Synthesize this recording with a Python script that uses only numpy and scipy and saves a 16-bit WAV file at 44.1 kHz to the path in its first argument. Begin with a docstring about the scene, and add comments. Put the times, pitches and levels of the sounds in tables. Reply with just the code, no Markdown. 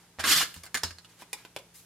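"""First a quiet room with faint hiss and a low hum; then a tape runner lands on card, zips across it,
rattles and is put down on a craft table, and fingers flick, tap and slide the card.
The zip is dense random clicks, the knocks and flicks are short crackles; both ring case or card filters.
Decaying sine waves make the table top boom. Delays and fading noise make the room around it all."""
import sys
import numpy as np
from scipy import signal
from scipy.fft import rfft, irfft, next_fast_len
from scipy.io import wavfile
from scipy.ndimage import uniform_filter1d

SR = 44100
rng = np.random.default_rng(int(sys.argv[2]) if len(sys.argv) > 2 else 0)


def master_out(mix):
    """Clip the mix to full scale and print it as 16-bit PCM to the path in sys.argv[1]."""
    frames = np.transpose(np.atleast_2d(mix))
    ceiling = np.clip(frames, -1, 1)
    pcm = np.round(ceiling * 32767).astype(np.int16)
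    wavfile.write(sys.argv[1], SR, pcm)


def field_ratio(decibels):
    """Amplitude ratio for a level in dB (20 dB per decade); scalars and array-likes work."""
    return 10 ** (np.asarray(decibels, dtype=float) / 20)


N = 81585  # length in samples


def unit(x):
    """Scale a sound to an rms strength of 1."""
    return x / np.sqrt(np.mean(x ** 2) + 1e-30)


def shape(x, gain):
    """Filter a sound by a gain that is a function of frequency in Hz."""
    size = next_fast_len(x.shape[-1] + 4096)
    hz = np.maximum(np.fft.rfftfreq(size, 1 / SR), 1)
    return irfft(rfft(x, size) * gain(hz), size)[..., :x.shape[-1]]


def colour(points):
    """Join (Hz, dB) points into a smooth gain along a logarithmic frequency axis."""
    hz, db = np.array(points).T
    return lambda f: field_ratio(np.interp(np.log(f), np.log(hz), db))


def high_pass(low_hz):
    """Gentle bass cut: a first-order filter."""
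    return lambda f: 1j * f / (low_hz + 1j * f)


def tilt(db_per_octave, low_hz):
    """Brightness slope pivoting at 3 kHz, together with a second-order bass cut."""
    power = db_per_octave / (20 * np.log10(2))
    return lambda f: (1j * f / 3000) ** power * high_pass(low_hz)(f) ** 2


def ring(hz, width):
    """One resonance: a band-pass filter whose gain is 1 at its centre."""
    return lambda f: 1j * f * width / (hz ** 2 - f ** 2 + 1j * f * width)


def body(modes, struck_hz=None, focus_db=0):
    """All resonances of an object together; those near struck_hz are struck harder."""
    focus_octaves = 0.38

    def boost(hz):
        if struck_hz is None:
            return 0
        return focus_db * np.exp(-(np.log2(hz / struck_hz) / focus_octaves) ** 2)

    return lambda f: sum(field_ratio(db + boost(hz)) * ring(hz, width)(f) for hz, width, db in modes)


def walk(rate):
    """Smooth random level with spread 1: noise averaged twice over 1/rate seconds."""
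    k = max(int(SR / rate), 1)
    noise = rng.standard_normal(N)
    return unit(uniform_filter1d(uniform_filter1d(noise, k), k))


def grit(size, per_s, spread_db):
    """Random clicks of either sign and of scattered, bounded strength."""
    present = rng.random(size) < per_s / SR
    strength = field_ratio(spread_db * np.minimum(rng.exponential(size=size), 3))
    return present * strength * np.sign(rng.standard_normal(size))


def add(out, start_s, x):
    """Mix x into out at start_s seconds."""
    i = int(start_s * SR)
    out[i:i + len(x)] += x[:len(out) - i]


def burst(db, length, gain):
    """A first click and a dying crackle through a filter; its energy follows level and length."""
    crackle_db, crackles_per_s, ring_s = -10, 4000, 0.0015
    t = np.arange(4096) / SR
    fade = np.exp(-t / max(length, 2e-4))
    x = field_ratio(crackle_db) * grit(4096, crackles_per_s, 2.7) * fade
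    x[0] = 1  # the first click
    x = shape(x, gain)
    return field_ratio(db) * x * np.sqrt((length + ring_s) * SR / 20 / np.sum(x ** 2))


def widen(mid, side):
    """Make left and right differ mostly in the treble."""
    wide_hz, wide_db, wide_bass_db = 5560, 3, -18
    side = shape(side, lambda f: field_ratio(wide_db) * high_pass(wide_hz)(f) + field_ratio(wide_bass_db))
    return np.array([mid + side, mid - side])


# colour of the still room's hiss: (frequency [Hz], relative level [dB per Hz])
ROOM_HISS = [(15, -69), (25, -11), (108, -5.5), (263, -10), (405, -9.5), (607, -18), (936, -12.5),
             (1040, -18), (1160, -17), (11600, -25), (16000, -30.5)]
# hum lines: (frequency [Hz], level [dB])
HUM_LINES = [(57, -67.5), (114, -67.5), (172, -64)]


def air(t):
    """Steady hiss of the room, as coloured noise, and a hum of sine waves that waver in level."""
    hiss_db, waver_db = -63.5, -1
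    mid, side = shape(rng.standard_normal((2, N)), colour(ROOM_HISS))
    # the hiss level counts only what lies above 200 Hz
    scale = field_ratio(hiss_db) / np.std(shape(mid, lambda f: f > 200))
    hum = sum(field_ratio(db + waver_db * walk(5.8)) * np.sin(2 * np.pi * hz * t) for hz, db in HUM_LINES)
    return scale * widen(mid, side) + hum


def fading(noise, t, t60):
    """Noise that dies by 60 dB in t60 seconds, scaled to the same energy for any t60."""
    return noise * 1000. ** (-t / t60) / np.sqrt(t60 * SR / np.log(1e6))


def scatter(x):
    """Dense short random reflections from hands and things nearby, redrawn every 12 ms."""
    redraw_s, near_t60_s, near_db, low_hz = 0.012, 0.073, -1, 504
    hop, size = int(redraw_s * SR), 8192
    t = np.arange(4096) / SR
    starts = np.arange(0, N, hop)
    # cut the sound into overlapping pieces and give each its own random reflections
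    padded = np.pad(x, (hop, 2 * hop))
    pieces = padded[starts[:, None] + np.arange(2 * hop)] * np.hanning(2 * hop)
    reflections = fading(rng.standard_normal((2, len(starts), len(t))), t, near_t60_s)
    wet = irfft(rfft(pieces, size) * rfft(reflections, size), size)
    out = np.zeros((2, N + 2 * size))
    for k, i in enumerate(starts):
        out[:, i:i + size] += wet[:, k]
    return field_ratio(near_db) * shape(out[:, hop:hop + N], high_pass(low_hz))


# reflections from the table: (delay [s], level [dB])
REFLECTIONS = [(.0016, -20.5), (.0062, -15), (.0091, -13)]


def room(x):
    """Direct sound, table reflections, near scatter and a tail of bright and dull fading noise."""
    tail_db, bright_t60_s, dull_t60_s = -14, 0.45, 0.25
    t = np.arange(SR // 2) / SR
    bright, dull = rng.standard_normal((2, 2, len(t)))
    dull = unit(shape(dull, lambda f: 1 / (1 + 1j * f / 2500)))
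    tail = fading(bright, t, bright_t60_s) + fading(dull, t, dull_t60_s)
    response = field_ratio(tail_db) * tail * np.minimum(t / 0.013, 1)  # the tail builds up over 13 ms
    for k, (delay, db) in enumerate(REFLECTIONS):
        response[:, int(delay * SR)] += field_ratio(db) * np.array([1, (-1) ** k])  # side flips each time
    response[0, 0] = 1  # direct sound
    mid, side = np.array([signal.fftconvolve(x, h)[:N] for h in response]) + scatter(x)
    return widen(mid, side)


# ringing modes of the table top: (frequency [Hz], relative level [dB], time to die by 60 dB [s])
TABLE_MODES = [(60.3, -13, 0.29), (82, -3, 0.28), (167.4, -6.5, .3), (255, -1, 0.096), (380, -8, 0.18),
               (550, -16.5, 0.13)]
# pushes: (time [s], relative level [dB], contact length [s], frequency of the modes most excited [Hz])
TABLE_PUSHES = [(.186, -43, 0.0017, 82), (.272, -45, 0.00085, 255), (0.314, -43, 0.0019, 255),
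                (.36, -42, 0.0031, 171), (.563, -43, 0.0047, 117), (.746, -46.5, 0.0017, 255),
                (.837, -38, 0.0027, 82), (.907, -51, 0.0032, 82)]


def table(roll):
    """Soft pushes and the shaking roller ring the table top's decaying sine waves."""
    roll_db, focus_db = -27, 9.5
    t = np.arange(SR) / SR
    modes = np.array([field_ratio(db) * np.sin(2 * np.pi * hz * t) * 1000. ** (-t / t60)
                      for hz, db, t60 in TABLE_MODES])
    shaking = field_ratio(roll_db) * roll * rng.standard_normal(N) / 20
    out = signal.fftconvolve(shaking, modes.sum(0))[:N]
    mode_hz = np.array(TABLE_MODES)[:, 0]
    for s, db, contact, hz in TABLE_PUSHES:
        pulse = np.hanning(max(int(contact * SR), 4))
        nearness = np.exp(-np.log2(mode_hz / hz) ** 2 * 2)
        weight = field_ratio(db + focus_db * nearness)
        add(out, s, signal.fftconvolve(weight @ modes, pulse / pulse.sum()))
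    return out


# resonances of the card: (frequency [Hz], width [Hz], relative level [dB])
CARD_MODES = [(375, 50, -3.5), (535, 30, -11), (940, 220, -0.5), (1490, 200, -7), (2450, 560, -1.5),
              (3400, 440, -1), (5100, 1600, -18)]
# flicks and creases of the card: (time [s], relative level [dB], frequency of the modes most
# excited [Hz], brightness [dB per octave], crackle length [s])
CARD_FLICKS = [(1.198, -48, 2450, -6.5, 0.0076), (1.2215, -33, 1010, -4.5, 0.0032),
               (1.261, -55, 2440, 2, 0.0025), (1.3307, -20, 3250, -0.5, 0.0033),
               (1.4507, -35, 3350, -3.5, 0.0031), (1.551, -54, 2480, 4, 0.0046),
               (1.5638, -21, 3320, -4, 0.0013), (1.5655, -26.5, 380, -6, 0.0029),
               (1.588, -39, 3330, -1.5, 0.0047)]
# card sliding under the fingers: (start [s], rise [s], fall [s], level [dB], brightness [dB per octave])
CARD_SLIDES = [(-.05, 0.043, 0.04, -58, -5.5), (.19, 0.008, 0.022, -36, -6.5),
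               (.52, 0.022, 0.071, -57.5, -2), (0.628, 0.0087, 0.028, -53, -9),
               (.87, 0.016, 0.032, -43, -25), (1.06, 0.035, 0.23, -63.5, -4),
               (1.15, 0.066, 0.014, -52.5, -3.5), (1.34, 0.048, 0.044, -56, -5.5),
               (1.733, 0.012, 0.055, -54.5, 1), (1.74, 0.042, 0.044, -54, 1)]


def card(t):
    """Flicks are crackles with a short papery ring; slides are soft, flickering grit."""
    ring_db, focus_db, flick_low_hz = 0.5, 5, 320
    slide_low_hz, flicker_db = 1260, 2
    out = np.zeros(N)
    for s, db, hz, bright, length in CARD_FLICKS:
        slope, paper = tilt(bright, flick_low_hz), body(CARD_MODES, hz, focus_db)
        add(out, s, burst(db + 2.5, length, lambda f: slope(f) * (1 + field_ratio(ring_db) * paper(f))))
    for s, rise, fall, db, bright in CARD_SLIDES:
        u = t - s - rise  # time from the loudest moment
        growing = np.clip(1 + u / rise, 0, 1) ** 2
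        dying = np.exp(-np.maximum(u, 0) / fall)
        envelope = np.where(u < 0, growing, dying)
        rub = unit(shape(grit(N, 9000, 1.72), tilt(bright, slide_low_hz)))
        out += field_ratio(db + flicker_db * walk(26.7)) * envelope * rub
    return out


# resonances of the plastic case, also rung by the zip: (frequency [Hz], width [Hz], relative level [dB])
CASE_MODES = [(1290, 200, -6.5), (1661, 260, 6.5), (2080, 200, -1.5), (2900, 83, 3.5), (3400, 640, -3),
              (4300, 440, 3), (5050, 660, -0.5), (6800, 430, 4), (8400, 1500, -10.5)]
# knocks and rattles of the case: (time [s], relative level [dB], frequency of the modes most
# excited [Hz], brightness [dB per octave], rattle length [s])
CASE_KNOCKS = [(0.187, -29, 816, -8, 0.0038), (0.194, -25, 2590, -5, 0.0086),
               (0.2595, -28, 4300, 4, 0.0053), (0.407, -17, 1550, -2.5, 0.017),
               (0.542, -29, 2900, 1, 0.0022), (0.563, -35, 800, -4, 0.0038), (0.573, -38.5, 4470, 3, .004),
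               (0.6352, -31, 2000, 0, 0.0049), (0.643, -37, 2000, 1, 0.0029), (0.655, -31, 5700, 6, 0.0032),
               (0.664, -34, 2140, -2.5, 0.0057), (0.744, -14, 2030, -2, 0.0056),
               (0.751, -15, 2340, -2.5, 0.0062), (.773, -20.5, 8400, -2, 0.0057),
               (0.8323, -31, 3080, -6.5, 0.0022), (0.8346, -13, 5200, -3, 0.0054),
               (0.845, -30, 4700, -3, 0.03), (0.908, -29.5, 4300, -5, 0.0037),
               (.985, -34, 4300, -3, 0.0036), (1.047, -38.5, 3400, -3, 0.0058)]
# the roller catches and jerks free: (time [s], peak level before the room [dB])
ROLLER_BITES = [(.2062, -23), (.2095, -28), (.2408, -18), (.2525, -21), (.416, -20), (.4295, -21)]


def knocks():
    """The loose cartridge cracks and rings the case; the biting roller rings its lowest modes."""
    crack_db, focus_db = 6.5, 14
    bite_hz, bite_focus_db, bite_s = 1450, 11, 0.002
    out = np.zeros(N)
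    for s, db, hz, bright, length in CASE_KNOCKS:
        slope, case = tilt(bright, 500), body(CASE_MODES, hz, focus_db)
        add(out, s, burst(db - 0.5, length, lambda f: slope(f) * (case(f) + field_ratio(crack_db) / 2)))
    for s, db in ROLLER_BITES:
        bite = burst(0, bite_s, body(CASE_MODES, bite_hz, bite_focus_db))
        add(out, s, field_ratio(db) * bite / np.abs(bite).max())
    return out


# pull of the runner: (time [s], relative level [dB], treble raised and bass lowered by [dB])
RUNNER_PULL = [(0.233, -37, -7), (0.242, -21.5, -7.5), (.262, -23.5, -4), (0.283, -21, -1.5),
               (0.304, -17.5, -1.5), (.326, -20.5, 0.5), (0.346, -23, 0.5), (0.377, -23, 1),
               (.395, -23.5, 0.5), (0.408, -26, -3.5), (0.434, -26, -2), (.445, -36.5, -6),
               (0.471, -53.5, 9)]
# colour of the peeling tape: (frequency [Hz], relative level [dB per Hz])
PEEL_COLOUR = [(88, -33), (150, -15.5), (254, -9.5), (790, -16), (1290, -3), (2310, -5), (2870, 0),
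               (5570, -4.5), (6910, -10), (14000, -8), (16000, -22)]


def zip_tape(t):
    """Glue lets go in dense juddering clicks that ring the case; also returns the level."""
    clicks_per_s, spread_db, case_db = 11000, 3, -5.5
    judder_db, judder_hz = 1.5, 160
    s, db, bright = np.array(RUNNER_PULL).T
    level = field_ratio(np.interp(t, s, db, -120, -120) + judder_db * walk(judder_hz))
    clicks = grit(N, clicks_per_s, spread_db)
    peel = unit(shape(clicks, colour(PEEL_COLOUR)))
    case = unit(shape(clicks, body(CASE_MODES)))
    both = peel + field_ratio(case_db) * case
    # split at about 2.5 kHz so that the brightness can change with time
    low = shape(both, lambda f: 1 / (1 + 1j * f / 2500) ** 2)
    lean = np.interp(t, s, bright)
    return level * (field_ratio(-lean) * low + field_ratio(lean) * (both - low)) / 2, level


def pan(db):
    """Left and right gains; db is how much louder the left is."""
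    return field_ratio(np.array([[db], [-db]]) / 2)


def scene():
    """Runner a little to the right; card and table closer to the middle."""
    t = np.arange(N) / SR
    tape, roll = zip_tape(t)
    runner = room(tape + knocks()) * pan(-1.5)
    fingers = room(card(t)) * pan(-0.5)
    return air(t) + table(roll) * pan(-0.47) + fingers + runner


def low_pass(x):
    """Removes everything above the highest recorded frequency."""
    return signal.sosfilt(signal.butter(12, 16520, fs=SR, output="sos"), x)


def record(dry):
    """The microphone loses the deepest bass and the top of the treble."""
    low_hz, top_hz = 48.6, 14350
    mix = shape(dry, lambda f: high_pass(low_hz)(f) ** 3 / (1 + (f / top_hz) ** 12))
    return low_pass(mix)


dry = scene()
out = record(dry)
master_out(out)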